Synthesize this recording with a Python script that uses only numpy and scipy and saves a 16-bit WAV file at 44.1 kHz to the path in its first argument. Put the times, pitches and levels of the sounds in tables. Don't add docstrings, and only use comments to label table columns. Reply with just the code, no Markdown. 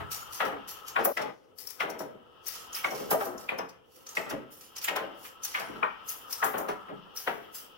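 import sys
import numpy as np
from scipy import signal
from scipy.fft import rfft, irfft, next_fast_len
from scipy.io import wavfile
from scipy.ndimage import uniform_filter1d

SR = 44100
rng = np.random.default_rng(int(sys.argv[2]) if len(sys.argv) > 2 else 0)


def int16_out(signal):
    q = np.round(np.clip(np.atleast_2d(signal).T, -1, 1) * 32767)
    wavfile.write(sys.argv[1], SR, q.astype(np.int16))


N = 342657
TIME = np.arange(N) / SR
APPROACH_S = .03

# (time [s], strike level [dB], treble slope [dB/octave], extra clang [dB], strike t60 [s],
# clack level [dB], clack frequency [Hz], wobble level [dB], wobble t60 [s])
FEEDS = [(0.4044, -24.5, -1, -1, 0.22, -23.5, 1680, -25, 0.22),
         (0.9625, -26, -1.5, 6.5, .16, -19.5, 2170, -20.5, 0.28),
         (1.171, -29.5, -0.5, -3.5, 0.17, -19, 2006, -25, 0.59),
         (1.8045, -29.5, 1.5, -0.5, 0.18, -21.5, 2020, -27.5, 0.61),
         (2.844, -24, -1.5, -2.5, 0.11, -14.5, 2282, -32.5, 0.51),
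         (3.49, -31.5, 0.5, -11, 0.14, -17.5, 2156, -26, 0.25),
         (4.17, -27.5, -2, -8.5, 0.16, -14, 2164, -31, 0.27),
         (4.8813, -27.5, 2.5, -10, 0.13, -17.5, 2100, -28.5, 0.44),
         (5.548, -40.5, 6, 2, 0.25, -15.5, 2064, -43, 0.34),
         (5.8294, -24.5, -5.5, 9.5, 0.17, -16, 2546, -51, 0.22),
         (6.4265, -22.5, -4, 5.5, 0.17, -20, 1890, -24.5, 0.3),
         (7.2736, -19.5, -4, -7, 0.15, -20, 2010, -30, 0.48)]
CLANK_EDGES = [130, 380, 850, 1700, 3500]
# (time [s], level [dB], treble slope [dB/octave], rise [s], t60 [s])
SLIDES = [(0.107, -36, -2.5, 0.01, 0.4), (0.307, -40.5, -3, 0.027, 0.38), (0.676, -41.5, -2, 0.0058, 0.36),
          (0.859, -40.5, -4.5, .02, 0.18), (0.987, -50, -11.5, 0.0096, 1), (1.571, -49, 1, 0.029, 0.45),
          (1.669, -47.5, -1, .003, 0.47), (2.446, -40.5, -5, 0.027, 0.45),
          (2.525, -42.5, -5.5, 0.0083, 0.48), (2.736, -41, 0.5, 0.028, 0.3),
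          (2.841, -43, -6.5, 0.0046, 0.31), (2.945, -45, -3, .004, 0.93), (3.165, -48.5, 0.5, 0.042, 0.42),
          (3.233, -47.5, 3.5, 0.02, .16), (3.373, -51, -5, 0.006, 0.56), (3.871, -60, -1.5, 0.091, 0.62),
          (4.085, -48, -4.5, 0.0033, 0.31), (4.15, -41, -7.5, .003, 0.36), (4.5, -58, 3.5, 0.018, 0.66),
          (4.605, -51.5, -3, 0.0042, 0.39), (4.814, -37.5, -9, 0.0013, 0.14),
          (5.17, -50.5, 0.5, 0.089, 0.21), (5.426, -40.5, -5.5, 0.028, 0.78),
          (6.065, -41.5, 4, 0.027, 0.36), (6.284, -42.5, 0, 0.028, 0.62), (6.45, -54, 10.5, 0.0063, 0.43),
          (7.152, -43.5, -0.5, 0.012, 0.62), (7.26, -66, -13, 0.022, 0.3), (7.531, -44.5, 1.5, 0.02, 0.34)]
SCRAPE_EDGES = [4200, 7000, 10500, 16000]
# (time [s], rasp level [dB], roller and gear level [dB])
MILL_LOAD = [(0.0, -59.5, -53), (0.97, -58, -57), (1.1, -71, -66.5), (1.38, -80, -84), (1.84, -74, -66),
             (2.27, -70, -69.5), (2.75, -53, -55.5), (3.4, -68, -57), (3.89, -74, -80), (4.18, -64, -55.5),
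             (4.65, -66, -72), (4.93, -53.5, -53), (5.32, -63, -63.5), (5.73, -57, -56.5),
             (6.21, -59.5, -59), (6.62, -65, -51), (6.97, -61, -60), (7.77, -61.5, -66)]


def feeding():
    blows = []
    for s, db, slope, clang_db, t60, _, _, wobble_db, wobble_t60 in FEEDS:
        strike = tilted(db, slope, [-13.5, -3, 3 + clang_db, -1.5], CLANK_EDGES, pivot=1)
        wobble = wobble_db + np.array([-12, -2, -12.5, -16.5])
        blows.append((s - .003, .0015, t60, 4, *strike))
        blows.append((s + .018, .0074, wobble_t60, 5, *wobble))
    return bending(blows)


def flapping():
    flaps = [(0, -34.5, -2, -37.5, 0.17), (0.455, -28, -4, -36.5, 0.34), (0.524, -31, -7.5, -34.5, 0.19),
             (1.0, -29.5, -6, -29, 0.16), (1.05, -15, -8.5, -36.5, 0.058), (1.066, -14, -24.5, -47, 0.17),
             (1.875, -38.5, -7.5, -44, 1), (1.998, -27, -10, -34, 0.17), (2.047, -33, -29, -50, 0.28),
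             (2.147, -42, -28.5, -38.5, 0.046), (2.755, -67, 15.5, -68, 0.32),
             (2.91, -29, -11, -37.5, 0.48), (2.989, -33.5, -24, -35.5, 1), (3.109, -18.5, -5, -24.5, 0.15),
             (3.137, -9, -34, -52, 0.2), (3.203, -22, -7, -40, 0.17), (3.253, -29.5, -12, -35.5, 0.63),
             (3.582, -27, -5, -37, 0.23), (4.174, -35, -20, -33, 0.071), (4.26, -41, -1.5, -37, 0.53),
             (4.303, -33.5, -0.5, -33, 0.17), (4.325, -25, -33, -29, 0.24), (4.841, -66, 18, -57, 0.12),
             (4.956, -28.5, 0.5, -43, 0.22), (5.001, -29.5, -17, -41.5, 0.54), (5.245, -58.5, 9, -75, 0.18),
             (5.596, -35.5, -2, -43, 0.51), (5.688, -37, -36, -32.5, .28), (5.752, -40, -3, -37, 0.19),
             (6.536, -26, -5, -33.5, 0.3), (6.579, -26.5, -9.5, -39, 0.38),
             (6.683, -23.5, -5.5, -30.5, 0.2), (6.881, -37, -5.5, -38.5, 0.25),
             (6.909, -35, -17, -31.5, 0.21)]
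    return bending([(s, .003, t60, 4, boom_db, *tilted(db, slope, [-.5, -.5, -3], CLANK_EDGES[1:]))
                    for s, db, slope, boom_db, t60 in flaps])


def clacking():
    clacks = [(s, db, hz) for s, _, _, _, _, db, hz, _, _ in FEEDS]
    return taps(clacks, gain_db=-6.5, contact_s=.0015, t60=.028, spread=.289, pan_db=2, count=7)


def bending(blows):
    # (frequency [Hz], level [dB])
    colour = [(25, -28), (60, -23), (130, -17.5), (220, -6.5), (330, -6), (500, -4), (900, -1.5),
              (1300, .5), (2200, -2), (3100, -4), (4000, -14), (6000, -33.5), (15000, -26.5)]
    # (frequency [Hz], bandwidth [Hz], level over the dense modes [dB])
    modes = [(250, 7.5, -20.5), (440.8, 62, -0.5), (517, 8.3, -6), (645, 42, 0.5), (807, 93, 2),
             (1460, 69, -10.5), (1920, 29, -2)]
    return strip_response(blows, CLANK_EDGES, colour, modes, grip_db=6, grip_q=35, grip_count=11,
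                          travel_s=.004, lag_s=.001764, touch_s=.0081, grain_db=1, slip_db=0, apart=.36)


def sliding():
    slides = [(s, rise, t60, tilted(db, slope, [0, -5, .5], SCRAPE_EDGES))
              for s, db, slope, rise, t60 in SLIDES]
    return edge_on(slides, grip_db=0, grip_q=220, travel_s=.000484, lag_s=.001025,
                   touch_s=.0022, grain_db=2.5, slip_db=1.5, apart=.31)


def nicking():
    # (time [s], level [dB], treble slope [dB/octave], t60 [s], ring level [dB], ring frequency [Hz])
    chinks = [(0.451, -47.5, -0.5, 0.15, -43, 5350), (1.051, -36, 12.5, 0.048, -39, 5450),
              (1.171, -38.5, -12, 0.11, -50, 5380), (1.218, -41.5, -9, .07, -44, 5500),
              (1.5848, -48, 2.5, 0.049, -39, 4820), (1.6708, -52, 9, 0.036, -35.5, 5470),
              (1.705, -47.5, 6.5, .03, -47, 5550), (1.803, -43, -9, .13, -44, 5400),
              (1.9, -42.5, -2.5, 0.057, -42.5, 5780), (1.991, -46.5, -2, .2, -42, 5600),
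              (2.467, -42, 0.5, 0.046, -32.5, 5500), (2.483, -43.5, 11.5, .02, -50, 5450),
              (2.7293, -43, -4, .04, -35, 6200), (2.7472, -37.5, -0.5, 0.11, -31, 5510),
              (2.906, -47, -3, 0.34, -39.5, 5600), (3.109, -33.5, 5.5, 0.12, -36, 5400),
              (3.3787, -59, -5, .05, -42, 6120), (3.586, -48.5, 1.5, .04, -36.5, 5350),
              (3.693, -50.5, -8, 0.064, -51, 5380), (4.068, -43.5, -11, .1, -41, 6040),
              (4.0886, -54, -5, .05, -38.5, 6760), (4.299, -39, -4.5, 0.095, -46, 5980),
              (4.764, -37.5, -10, 0.13, -39, 6130), (4.781, -41, -2, 0.047, -36, 5510),
              (4.8425, -35, 2.5, 0.074, -29.5, 7230), (4.883, -36.5, -5, 0.06, -40, 5440),
              (4.963, -35.5, -3, .05, -49, 5230), (5.434, -40, -2, .03, -29.5, 6030),
              (5.448, -34, 2, .04, -32, 5960), (5.597, -40.5, -5, 0.092, -51, 5400),
              (6.086, -52, -1, 0.028, -31.5, 6230), (6.3272, -37, 1, .07, -28, 5300),
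              (6.4403, -41.5, 6.5, .16, -35, 6520), (6.581, -48.5, 6.5, .19, -43, 6500),
              (6.687, -46, -4.5, 0.16, -51.5, 6450), (7.171, -43, -5.5, 0.035, -29.5, 5370)]
    nicks = [(s - .002, .0024, t60, tilted(db, slope, [-.5, -4, 1], SCRAPE_EDGES))
             for s, db, slope, t60, _, _ in chinks]
    bursts = edge_on(nicks, grip_db=2, grip_q=60, travel_s=.000507, lag_s=.001006,
                     touch_s=.0068, grain_db=1.5, slip_db=2, apart=.37)
    rings = [(s, db, hz) for s, _, _, _, db, hz in chinks]
    return bursts + taps(rings, gain_db=-3, contact_s=.0022, t60=.041, spread=.14, pan_db=6.5, count=7)


def edge_on(contacts, **settings):
    # (frequency [Hz], level [dB])
    colour = [(200, -28), (1000, -10), (2500, -9), (4000, -8), (5400, -0.5), (7600, -3), (10000, 1),
              (13000, 2), (16000, 1.5)]
    # (frequency [Hz], bandwidth [Hz], level over the dense modes [dB])
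    modes = [(5800, 200, -18), (7300, 68, -6.5), (11300, 120, -10), (11500, 100, -13), (13400, 90, -9),
             (13800, 90, -11), (15120, 110, -6.5)]
    # (time [s], left over right [dB])
    hands = [(0, 2), (1.1, 3), (1.17, 17), (2.46, 20), (2.52, -5), (3.5, -2), (5.4, 0), (6.2, 2.5),
             (7.77, 2)]
    events = [(s, rise, t60, np.interp(s, *np.transpose(hands)), *levels)
              for s, rise, t60, levels in contacts]
    return strip_response(events, SCRAPE_EDGES, colour, modes, grip_count=7, **settings)


def tinkling(per_slide=6, low_hz=4800, high_hz=15300, spread_db=2.5):
    chances = rng.random((len(SLIDES), per_slide, 2))
    scatter_db = spread_db * rng.standard_normal((len(SLIDES), per_slide))
    rings = []
    for (s, db, _, rise, t60), draws, offsets in zip(SLIDES, chances, scatter_db):
        for (when, height), offset_db in zip(draws, offsets):
            after = .3 * when * t60
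            hz = low_hz * (high_hz / low_hz) ** height
            rings.append((s + rise + after, db - 60 * after / t60 + offset_db, hz))
    return taps(rings, gain_db=-6.5, contact_s=.001, t60=.15, spread=.018, pan_db=-2.5, count=3)


def strip_response(events, edges, colour, modes, grip_db, grip_q, grip_count, travel_s, lag_s, **contact):
    size = 24576
    out, hz, edges = np.zeros((2, N)), np.fft.rfftfreq(size, 1 / SR), np.array(edges)
    centres = np.sqrt(edges[1:] * edges[:-1])
    lowest_band_bins = np.sum((hz > edges[0]) & (hz < edges[1]))
    lasting = 1 + sum(from_db(db) * resonance(hz, f, width) for f, width, db in modes)
    dispersion = np.exp(-4j * np.pi * travel_s * np.sqrt(1000 * hz))
    directivity = hz ** 2 / (hz ** 2 + 300 ** 2)
    for s, rise, t60, pan_db, *levels in events:
        heights = (np.arange(grip_count) + rng.random(grip_count)) / grip_count
        grip_hz = edges[0] * (edges[-1] / edges[0]) ** heights
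        body = lasting * (1 + from_db(grip_db) * sum(resonance(hz, f, f / grip_q) for f in grip_hz))
        density_db = np.array(levels) + 10 * np.log10(SR / 2 / np.diff(edges))
        gain = from_db(at_hz(np.c_[centres, density_db], hz) + at_hz(colour, hz))
        lag = np.exp(-2j * np.pi * hz * lag_s * rng.random((2, 1)))
        sides = np.sqrt(2 / (1 + from_db(np.array([[-2], [2]]) * pan_db * directivity)))
        force = rfft(chatter(rise, t60, size, **contact))
        ringing = share_energy(force, body, lowest_band_bins)
        add(out, irfft(ringing * gain * dispersion * lag * sides, size), s - APPROACH_S)
    return out


def chatter(rise, t60, size, touch_s, grain_db, slip_db, apart):
    t = np.arange(size) / SR
    since_peak = t - APPROACH_S - rise
    envelope = from_db(np.minimum(20 * since_peak / (rise + touch_s), -60 * since_peak / t60))
    slips = np.interp(t * 130, np.arange(80), rng.standard_normal(80))
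    grains = rng.standard_normal(size // 32).repeat(32)
    contacts = from_db(grain_db * grains + slip_db * slips) * stereo_noise(size, apart)
    return rms_one(envelope * contacts) * np.sqrt(np.mean(envelope ** 2))


def share_energy(force, body, bins):
    power = np.mean(abs(force * body) ** 2, axis=0)
    broad = uniform_filter1d(uniform_filter1d(power, bins), bins)
    return force * body * np.sqrt(np.mean(abs(force) ** 2) / broad)


def tilted(level_db, slope_db, bands_db, edges, pivot=0):
    centres = np.sqrt(np.multiply(edges[1:], edges[:-1]))
    return level_db + np.array(bands_db) + slope_db * np.maximum(0, np.log2(centres / centres[pivot]))


def taps(events, gain_db, contact_s, t60, spread, pan_db, count, size=6000):
    out, t = np.zeros((2, N)), np.arange(size) / SR
    fade = (1 - np.exp(-(t / contact_s) ** 2)) * from_db(-60 * t / t60)
    weights = np.hanning(count + 2)[1:-1] ** 2
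    for s, db, hz in events:
        partials = hz * (1 + spread * (np.linspace(-1, 1, count) + .3 * rng.standard_normal(count)))
        phases = 2 * np.pi * rng.random((2, count, 1))
        ring = rms_one(weights @ np.sin(2 * np.pi * partials[:, None] * t + phases))
        add(out, placed(db + gain_db, pan_db) * ring * fade / fade.max(), s)
    return out


def rollers(load_db):
    # (frequency [Hz], spectral level [dB])
    rub_spectrum = [(500, -20.5), (800, -1.5), (1100, 1.5), (1300, -11), (1600, -6.5), (2000, -13.5),
                    (3000, -64.5)]
    whirr_spectrum = [(1000, -51.5), (1190, -9.5), (1305, 0.5), (1410, -13), (1700, -45)]
    rub = placed(load_db + 1, pan_db=5) * friction(rub_spectrum, apart=.93)
    roughness_db = 3.5 * drift(per_s=100)
    whirr = placed(load_db + 3.5 + roughness_db, pan_db=4.5) * friction(whirr_spectrum, apart=.91)
    return rub + whirr


def guide_rasp(load_db):
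    # (frequency [Hz], spectral level [dB])
    spectrum = [(1500, 0), (2200, -14.5), (2700, 7), (3020, 11.5), (3400, 3.5), (4100, -11), (5400, -8.5),
                (8000, -40), (16000, -17)]
    return placed(load_db + 3, pan_db=3.5) * friction(spectrum, apart=.9)


def bench_and_frame(load_db):
    # (time [s], level [dB])
    settling = [(0.0, -42.5), (0.17, -62), (1.3, -71.5), (6.7, -72.5), (7.77, -77)]
    # (frequency [Hz], spectral level [dB])
    rumble_spectrum = [(20, -23), (50, -3), (70, 4.5), (88, 5.5), (110, 5.5), (150, -0.5), (300, -36.5)]
    drone_spectrum = [(25, -40.5), (70, -15), (130, -8.5), (250, -0.5), (350, 0), (440, 5.5), (520, 6.5),
                      (620, -4.5), (900, -6.5), (1600, -33)]
    shake_db = .091 * (load_db - load_db.mean())
    rumble = from_db(in_time(settling)[0] + shake_db) * friction(rumble_spectrum, apart=.99)
    drone = from_db(-60.5 + shake_db) * friction(drone_spectrum, apart=.91)
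    return rumble + drone


def friction(spectrum, apart):
    size = next_fast_len(N)
    gain = from_db(at_hz(spectrum, np.fft.rfftfreq(size, 1 / SR)))
    coloured = irfft(rfft(stereo_noise(N, apart), size) * gain, size)[:, :N]
    pressure_db = 1.5 * drift(per_s=40)
    return rms_one(coloured * from_db(pressure_db))


def workshop(x, size=32768):
    # (frequency [Hz], t60 [s], level [dB])
    room = [(100, 0.32, 5.5), (250, 0.45, 8), (595, 0.46, -2), (2000, 0.49, 2.5), (5000, 0.23, -4.5),
            (14050, 0.32, -7.5)]
    t, hz = np.arange(size) / SR, np.fft.rfftfreq(size, 1 / SR)
    noise = rfft(rng.standard_normal((2, size))) * from_db(at_hz(np.array(room)[:, ::2], hz))
    tail = 0
    for low in 22 * 2. ** np.arange(10):
        octave = irfft(noise * ((hz >= low) & (hz < 2 * low)), size)
        decay = np.minimum(t / .013, 1) * from_db(-60 * t / at_hz(room, low * np.sqrt(2)))
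        tail = tail + octave * decay / np.sqrt(np.sum(decay ** 2))
    return signal.fftconvolve(x, tail, axes=1)[:, :N]


def resonance(hz, centre_hz, width_hz):
    return 1j * hz * width_hz / (centre_hz ** 2 - hz ** 2 + 1j * hz * width_hz)


def stereo_noise(size, apart):
    shared, *own = rng.standard_normal((3, size))
    return np.sqrt(1 - apart) * shared + np.sqrt(apart) * np.array(own)


def placed(db, pan_db):
    return from_db(db + np.array([[pan_db], [-pan_db]]) / 2)


def drift(per_s):
    knots = rng.standard_normal(N // 20)
    return np.interp(TIME * per_s, np.arange(len(knots)), knots)


def in_time(rows):
    s, *columns = np.transpose(rows)
    return [np.interp(TIME, s, c) for c in columns]


def at_hz(points, hz):
    return np.interp(np.log(hz + 1), np.log(np.array(points)[:, 0]), np.array(points)[:, 1])


def add(out, sound, s):
    start = round(s * SR)
    sound, start = sound[:, max(0, -start):], max(0, start)
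    out[:, start:start + sound.shape[1]] += sound[:, :max(0, N - start)]


def from_db(db):
    return 10 ** (np.asarray(db) / 20)


def rms_one(x):
    return x / np.sqrt(np.mean(x ** 2) + 1e-20)


def scene():
    # (time [s], level [dB])
    dip = [(1.126, 0), (1.131, -24), (1.158, -22), (1.170, 0), (1.3, 0), (1.38, -13), (1.75, 0)]
    # (time [s], rasp level [dB], roller and gear level [dB])
    mill_load = [(0.0, -59.5, -53), (0.97, -58, -57), (1.1, -71, -66.5), (1.38, -80, -84), (1.84, -74, -66),
                 (2.27, -70, -69.5), (2.75, -53, -55.5), (3.4, -68, -57), (3.89, -74, -80),
                 (4.18, -64, -55.5), (4.65, -66, -72), (4.93, -53.5, -53), (5.32, -63, -63.5),
                 (5.73, -57, -56.5), (6.21, -59.5, -59), (6.62, -65, -51), (6.97, -61, -60),
                 (7.77, -61.5, -66)]
    clanks = feeding() + flapping() + clacking()
    scrapes = sliding() + nicking() + tinkling()
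    dull = (clanks + from_db(-10) * workshop(clanks)) * from_db(in_time(dip)[0])
    bright = scrapes + from_db(-3.5) * workshop(scrapes)
    rasp_db, roller_db = in_time(mill_load)
    return dull + bright + bench_and_frame(roller_db) + rollers(roller_db) + guide_rasp(rasp_db)


def record(dry, cutoff_hz=15900):
    return signal.sosfilt(signal.ellip(12, .1, 80, cutoff_hz, fs=SR, output="sos"), dry)


dry = scene()
out = record(dry)
int16_out(out)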